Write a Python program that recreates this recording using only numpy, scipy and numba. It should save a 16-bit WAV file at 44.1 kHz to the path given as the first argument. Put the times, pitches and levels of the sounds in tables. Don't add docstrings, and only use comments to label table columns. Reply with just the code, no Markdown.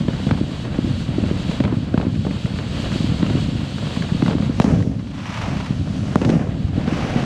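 import sys
import numpy as np
from scipy import signal
from scipy.fft import rfft, irfft
from scipy.io import wavfile
from scipy.ndimage import uniform_filter1d
from numba import njit

SR = 44100
rng = np.random.default_rng(int(sys.argv[2]) if len(sys.argv) > 2 else 0)


def materialize(psi):
    bounded = np.clip(np.atleast_2d(psi).T, -1, 1)
    quanta = np.round(bounded * 32767).astype(np.int16)
    wavfile.write(sys.argv[1], SR, quanta)


N = 319725
TIME = np.arange(N) / SR

# t/s of the trough, trough level/dB, f/Hz at the trough
THUMPS = [(0.015, -13, 139), (0.087, -7.5, 254), (0.271, -6, 198), (0.285, -9, 148), (0.315, -8, 228),
          (0.355, -14, 170), (0.415, -5, 240), (0.498, -15.5, 214), (0.791, -3.5, 237), (0.848, -8.5, 223),
          (0.878, -12.5, 252), (1.094, -10, 149), (1.186, -4, 262), (1.24, -8, 222), (1.315, -7, 273),
          (1.497, -9.5, 198), (1.608, -3, 223), (1.682, -13, 210), (1.73, -6.5, 239), (1.747, -15, 200),
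          (1.774, -8, 138), (1.946, -2.5, 236), (1.981, -3.5, 157), (2.054, -10, 235), (2.071, -4.5, 230),
          (2.087, -13, 200), (2.254, -14, 123), (2.269, -10, 255), (2.452, -8.5, 156), (2.961, -10.5, 249),
          (3.008, -7, 190), (3.046, -9.5, 224), (3.093, -9.5, 200), (3.124, -7.5, 198), (3.148, -28, 127),
          (3.233, -2, 226), (3.31, -8.5, 247), (3.356, -5.5, 228), (3.383, -9, 173), (3.49, -9.5, 195),
          (3.556, -12, 227), (3.975, -11, 203), (4.013, -10, 163), (4.124, -5.5, 159), (4.152, -8, 193),
          (4.229, -1.5, 230), (4.259, -8.5, 197), (4.288, -3.5, 197), (4.355, -5.5, 244),
          (4.406, -6.5, 184), (4.5, -5, 219), (4.6054, 1.5, 172), (4.6488, -1.5, 205), (4.683, -4, 183),
          (4.712, -18, 162), (4.727, -8, 190), (4.741, -15, 196), (4.762, -15, 201), (4.782, -24, 149),
          (4.819, -10, 151), (5.486, -11, 153), (5.71, -6.5, 191), (6.1625, 0.5, 192), (6.221, -8, 252),
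          (6.253, -6, 240), (6.265, -11, 166), (6.278, -10, 215), (6.3, -4.5, 294), (6.322, -8.5, 227),
          (6.341, -6, 208), (6.358, -5.5, 190), (6.371, -8.5, 227), (6.386, -14, 170), (6.413, -12, 213),
          (6.651, -10, 89), (6.782, -5, 200), (6.883, -5.5, 202), (6.927, -9, 248), (7.051, -9, 169),
          (7.164, -3, 198), (7.234, -10.5, 151)]
# onset t/s, body level/dB, body f/Hz,
# edge level/dB relative to the body
CRACKS = [(0.082, -20, 640, -15), (0.267, -17, 590, -18), (0.289, -26, 950, -12), (0.3102, -8, 860, -11.5),
          (0.334, -42, 700, -12), (0.373, -41, 696, -7), (0.651, -33, 870, -7), (1.237, -29, 650, -12),
          (1.511, -28, 703, -9), (1.602, -15, 865, -12), (1.638, -14, 1060, -14), (1.65, -19, 970, -12),
          (1.677, -21, 980, -17), (1.723, -32, 710, -11), (1.94, -15.5, 706, -19), (1.976, -12, 680, -13),
          (1.999, -26, 616, -17), (2.012, -29, 686, -5), (2.028, -40, 620, -11), (2.153, -56, 1430, -15),
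          (2.248, -40, 715, -9), (2.266, -17, 570, -26), (2.308, -39, 1560, -11), (2.457, -24, 1350, -19),
          (2.587, -40, 786, 8), (3.227, -23.5, 993, -6), (3.264, -15, 1450, -16), (3.298, -31, 714, -6),
          (3.782, -30, 1100, -14), (3.823, -43, 703, -2), (3.869, -38, 727, -10), (3.963, -17, 820, -18),
          (4.022, -18, 1640, -27), (4.222, -14, 840, -13), (4.261, -12, 1170, -28), (4.28, -8.5, 700, -17),
          (4.297, -24, 703, -15), (4.309, -17, 790, -16), (4.33, -23, 750, -15), (4.382, -35, 800, 0),
          (4.423, -22, 910, -20), (4.5993, -0.5, 600, -1), (4.6168, -24, 1500, -6), (4.642, -9, 570, -15),
          (4.677, -32, 800, -17), (4.709, -36, 596, -14), (4.803, -40, 1010, -3), (4.824, -50, 1650, -3),
          (5.873, -54, 900, -2), (6.1568, 3, 720, -10), (6.215, -20, 800, -12), (6.226, -40, 980, -9),
          (6.248, -11, 1030, -14), (6.292, -18.5, 890, -13), (6.3, -19.5, 895, -11), (6.338, -32, 547, -13),
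          (6.353, -35, 550, -12), (6.413, -45, 524, -24), (6.876, -19, 705, -13), (7.049, -38, 982, -5)]
# t/s, rumble level/dB, house wash level/dB
FAR_BURSTS = [(0.0, -22, -31), (0.3, -23.5, -32.5), (0.6, -24.5, -32.5), (1.07, -23, -31),
              (1.35, -22, -28.5), (1.8, -23.5, -33), (2.2, -22, -36), (2.45, -25.5, -32), (2.7, -23.5, -31),
              (2.9, -22.5, -26.5), (3.4, -20, -29.5), (3.85, -25.5, -32), (4.1, -24.5, -28.5),
              (4.55, -22, -32), (4.72, -23, -26.5), (4.9, -22, -39), (5.25, -28.5, -61), (5.5, -24, -39.5),
              (5.95, -21.5, -32), (6.19, -24.5, -30), (6.36, -40, -27), (6.5, -24.5, -34.5),
              (6.7, -22, -35), (7, -29, -28.5), (7.25, -41, -28)]
# f/Hz, relative gain/dB
RUMBLE_COLOUR = [(35, -20.5), (60, -1.5), (110, 3.5), (200, 0.5), (280, -5), (360, -18.5), (600, -58),
                 (4000, -120)]
# f/Hz, relative gain/dB
WASH_COLOUR = [(250, 5.5), (380, -1.5), (470, -1), (560, 0.5), (650, 0), (760, 0), (900, -2.5), (1200, -13),
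               (2500, -46.5), (9000, -110)]
# f/Hz, relative gain/dB
BRIGHT_COLOUR = [(500, -9), (900, 9), (1300, 1), (2000, -5.5), (3000, -9.5), (6000, -46.5), (12000, -81)]
# t/s at the top, level/dB, rise/(dB/s)
GLARE = [(4.27, -49, 81), (4.63, -46.5, 200), (4.74, -52, 77), (6.09, -49.5, 17), (6.24, -52, 210),
         (6.33, -48.5, 80)]
# f/Hz, relative gain/dB
GLARE_COLOUR = [(1500, -15), (3500, -6), (4800, 3), (6000, 3.5), (7000, -0.5), (8200, -5), (9500, -8),
                (11000, -9.5), (12500, -33), (15500, -63)]
# f/Hz, relative gain/dB
STREET_COLOUR = [(200, -18), (330, -3), (480, 0), (620, -4), (800, -14), (1500, -40), (6000, -90)]
# t/s, level/dB before its level-dependent brightening
JET = [(0.0, -39.5), (0.1, -42), (0.2, -37.5), (0.35, -42), (0.6, -41), (0.9, -40.5), (1.16, -39.5),
       (1.52, -37), (1.69, -44.5), (2.12, -44.5), (2.35, -40.5), (2.5, -42.5), (2.7, -37.5), (2.92, -33.5),
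       (3.04, -35.5), (3.14, -34.5), (3.35, -38), (3.7, -38.5), (4.02, -37.5), (4.16, -39), (4.59, -42),
       (4.9, -52.5), (5.4, -43.5), (5.8, -45), (6.1, -45.5), (6.414, -50.5), (6.75, -47.5), (7.0, -40.5),
       (7.25, -43)]
# f/Hz, relative gain/dB
JET_COLOUR = [(400, -7.5), (1000, -3.5), (2000, -3.5), (3000, 5), (4500, 1), (5600, -10), (7500, -9.5),
              (8800, -15), (10000, -23), (12500, -24), (14000, -30), (15600, -48)]
# delay/ms, gain/1
KERB_PATHS = [(1.85, -.38), (1.45, .25)]
# t/s when full, level/dB, hold/s, burn/s, lower wash/dB relative to that level
SHOWERS = [(5.3, -32, 0.13, 0.38, -2), (6.954, -31.5, 0.21, 0.4, 1)]
# f/Hz, relative gain/dB
STAR_COLOUR = [(200, -23), (500, -4.5), (1000, 6), (1300, 3), (2000, 0.5), (2700, -0.5), (3200, -5.5),
               (4000, -11), (5800, -11), (7500, -20.5), (9500, -25.5), (12000, -31), (13500, -34),
               (15500, -45)]

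# first return t/s, swell time/s, top level/dB after a -10 dB burst
THUMP_RUMBLE_RETURN = (0.037, 0.018, -28.5)
THUMP_WASH_RETURN = (0.036, 0.0096, -60.5)
CRACK_RUMBLE_RETURN = (0.12, 0.023, -28.5)
CRACK_WASH_RETURN = (0.12, 0.0097, -34.5)
CRACK_BRIGHT_RETURN = (0.053, 0.014, -37)
STREET_RETURN = (0.045, 0.06, -40)

NEAR_FROM_DB, NEAR_FULL_DB = -20, 1
EDGE_HZ, EDGE_DAMP = 2300, 2.8
SNAP_DB = -12
BLUR_DB, BLUR_T60_S = 6.5, 0.03
FAR_EDGE_HZ, SLAP_EDGE_HZ = 3880, 6500
SLAPS_LAST_S = .25
SCATTER_DB, LINGER_DB = -6, -11
DRIER_DB_PER_DB = 0.8136
BRIGHT_DB, BRIGHT_GROWTH = -6, 0.48
GLARE_FALL_DB_S = 71
STARS_RISE_DB_S, STARS_SAG_DB_S, STARS_FALL_DB_S = 71, 17.5, 111
LIMIT_DB, LIMIT_RATIO, LIMIT_RELEASE_S = -5, 2.1, 0.012
TOP_HZ = 15600


def thumps(turns=0.64, chirp=0.27, lead=0.015, knock_db=-17):
    out = np.zeros(N)
    for s, db, hz in THUMPS:
        c = np.arange(-2, 2, hz / SR)
        envelope = np.exp(-((c + lead) / turns) ** 2)
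        shape = -np.cos(2 * np.pi * (c - chirp * c ** 2 / 2)) * envelope
        knock = np.cos(2 * np.pi * 2.16 * (c + .5)) * np.exp(-((c + .5) / 0.42) ** 2)
        add(out, s - 2 / hz, undb(db) * (shape + undb(knock_db) * knock))
    return out


def cracks(turns=0.29, low_t60=0.15, snap_hz=6500):
    out = np.zeros(N)
    t = np.arange(int(.2 * SR)) / SR
    noises = rng.standard_normal((len(CRACKS), len(t)))
    for (s, db, hz, edge_db), noise in zip(CRACKS, noises):
        near = np.clip((db - NEAR_FROM_DB) / (NEAR_FULL_DB - NEAR_FROM_DB), 0, 1)
        c = hz * t - .8
        body = -np.sin(2 * np.pi * c) * np.exp(-(c / turns) ** 2)
        late = np.maximum(t - .52 / hz, 0)
        edge = 2 * np.sin(2 * np.pi * EDGE_HZ * late) * np.exp(-EDGE_DAMP * EDGE_HZ * late)
        snap = np.sin(2 * np.pi * snap_hz * late) * np.exp(-1.8 * snap_hz * late)

        is_slap = any(0 < s - row[0] < SLAPS_LAST_S for row in nearest())
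        top_hz = SLAP_EDGE_HZ if is_slap else FAR_EDGE_HZ
        dulled = signal.lfilter(*signal.butter(1, 2600, fs=SR), noise[::-1])
        blur = unit(band(dulled, 3, 800, top_hz))
        blur *= undb(BLUR_DB - 60 * t / BLUR_T60_S) * (1 - np.exp(-t / .0007))
        front = undb(edge_db) * (near * edge + (1 - near) * blur)
        front += near ** 2 * undb(SNAP_DB) * snap

        rattle = unit(band(noise, 2, 0.5 * hz, 1.61 * hz))
        rattle *= undb(SCATTER_DB - 60 * t / .026)
        linger = unit(band(noise, 2, 330, 680)) * undb(LINGER_DB - 60 * t / low_t60)
        onset = 1 - np.exp(-t / 0.00068)
        wash = undb(-DRIER_DB_PER_DB * (db + 17.0)) * (rattle + linger) * onset
        add(out, s, undb(db) * (body + front + wash))
    return out


def nearest():
    return [row for row in CRACKS if row[1] > -3]


def street():
    boom = unit(colour(rng.standard_normal(N), STREET_COLOUR))
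    return boom * returns(nearest(), STREET_RETURN)


def jet():
    hiss = rng.standard_normal(N) * undb(walk(25)) + .25 * clicks(2500, 4)
    hiss *= undb(.9 * walk(18))
    treble = highpass(hiss, 4, 4500)
    kerb = sum(gain * np.roll(treble, int(ms * SR / 1000)) for ms, gain in KERB_PATHS)
    sound = unit(colour(hiss + kerb, JET_COLOUR))
    db = curve(JET)
    top = (undb(0.16 * (db + 39.5)) - 1) * highpass(sound, 2, 6500)
    air = (undb(0.31 * (db + 34.5)) - 1) * highpass(sound, 4, 9500)
    return (sound + top + air) * undb(db)


def shower():
    pops = clicks(2500, 8.3)
    level, _ = stars()
    return unit(colour(pops + 2.1 * tail(pops, 0.083), STAR_COLOUR)) * level


def stars():
    level, wash_level = 0, 0
    for s, db, hold_s, burn_s, wash_db in SHOWERS:
        rise = STARS_RISE_DB_S * np.maximum(s - TIME, 0)
        sag = STARS_SAG_DB_S * np.maximum(TIME - s - hold_s, 0)
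        fall = STARS_FALL_DB_S * np.maximum(TIME - s - burn_s, 0)
        gain = undb(db - rise - sag - fall)
        level = level + gain
        wash_level = wash_level + gain * undb(wash_db)
    return level, wash_level


def glare():
    sizzle = unit(colour(rng.standard_normal(N), GLARE_COLOUR)) * undb(walk(29.82))
    level = 0
    for s, db, rise_db_s in GLARE:
        drop = np.maximum(rise_db_s * (s - TIME), GLARE_FALL_DB_S * (TIME - s))
        level = level + undb(db - drop)
    return sizzle * level


def roll():
    slaps = clicks(400, 2.6)
    slaps = (.4 * slaps + tail(slaps, .1)) * undb(1.2 * walk(14))
    return rumble() + house_wash(slaps) + bright_wash(slaps)


def rumble():
    blasts = clicks(300, 3.63)
    low = unit(colour(blasts + 0.5 * tail(blasts, 0.68), RUMBLE_COLOUR))
    echoes = np.hypot(returns(THUMPS, THUMP_RUMBLE_RETURN), returns(CRACKS, CRACK_RUMBLE_RETURN))
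    return low * np.hypot(undb(curve(FAR_BURSTS)), echoes)


def house_wash(slaps):
    _, star_wash = stars()
    steady = undb(curve(FAR_BURSTS, column=2))
    echoes = np.hypot(returns(THUMPS, THUMP_WASH_RETURN), returns(CRACKS, CRACK_WASH_RETURN))
    return unit(colour(slaps, WASH_COLOUR)) * np.hypot(steady + star_wash, echoes)


def bright_wash(slaps):
    steady = undb(curve(FAR_BURSTS, column=2) + BRIGHT_DB)
    echoes = returns(CRACKS, CRACK_BRIGHT_RETURN, BRIGHT_GROWTH)
    return unit(colour(slaps, BRIGHT_COLOUR)) * np.hypot(steady, echoes)


def returns(bursts, how, growth=1):
    late_s, swell_s, db = how
    coarse = TIME[::64]
    starts = np.array([row[:1] for row in bursts])
    age = np.maximum(coarse - late_s - starts, 0) / swell_s
    top_power = undb([db + growth * (row[1] + 10) for row in bursts]) ** 2
    power = top_power @ (age * np.exp(1 - age))
    return np.interp(TIME, coarse, np.sqrt(power))


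def tail(x, t60):
    keep = undb(-120 / (t60 * SR))
    power = signal.lfilter([1], [1, -keep], x ** 2)
    return unit(rng.standard_normal(N) * np.sqrt(power))


def clicks(rate, spread_db):
    hit = rng.random(N) < rate / SR
    sign = np.sign(rng.standard_normal(N))
    return unit(hit * sign * undb(spread_db * rng.standard_normal(N)))


def walk(rate):
    k = int(SR / rate)
    steps = np.repeat(rng.standard_normal(N // k + 1), k)
    return unit(uniform_filter1d(uniform_filter1d(steps, k), k)[:N])


def colour(x, points):
    hz, db = np.transpose(points)
    grid = np.fft.rfftfreq(8192, 1 / SR)
    log_gain = np.interp(np.log(grid + 1), np.log(hz), db) * np.log(10) / 20
    cep = irfft(log_gain)
    cep[1:4096] *= 2
    cep[4097:] = 0
    response = irfft(np.exp(rfft(cep)))[:4096]
    return signal.fftconvolve(x, response)[:len(x)]


def band(x, order, low_hz, high_hz):
    return signal.lfilter(*signal.butter(order, [low_hz, high_hz], "band", fs=SR), x)


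def highpass(x, order, hz):
    return signal.sosfilt(signal.butter(order, hz, "high", fs=SR, output="sos"), x)


def undb(db):
    return 10 ** (np.asarray(db) / 20)


def unit(x):
    return x / np.sqrt(np.mean(x ** 2))


def curve(table, column=1):
    rows = np.array(table)
    return np.interp(TIME, rows[:, 0], rows[:, column])


def add(out, at_s, grain):
    i = int(at_s * SR)
    out[i:i + len(grain)] += grain[:N - i]


@njit
def follow(x, keep):
    y, e = np.empty(len(x)), 1e-9
    for i in range(len(x)):
        e = max(abs(x[i]), e * keep)
        y[i] = e
    return y


def scene():
    return (thumps() + cracks() + street() + jet() + shower() + glare() + roll())[None]


def record(dry):
    x = highpass(dry, 1, 38)
    peak = follow(x[0], np.exp(-1 / (LIMIT_RELEASE_S * SR)))
    gain = np.minimum(undb(LIMIT_DB) / peak, 1) ** (1 - 1 / max(LIMIT_RATIO, 1))
    x = x * (1 - signal.lfilter([.004], [1, -.996], 1 - gain))
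    rounded = np.tanh(1.09 * x) / 1.07
    x = signal.sosfilt(signal.butter(2, 9500, fs=SR, output="sos"), rounded)
    return signal.sosfilt(signal.ellip(10, .2, 80, TOP_HZ, fs=SR, output="sos"), x)


dry = scene()
out = record(dry)
materialize(out)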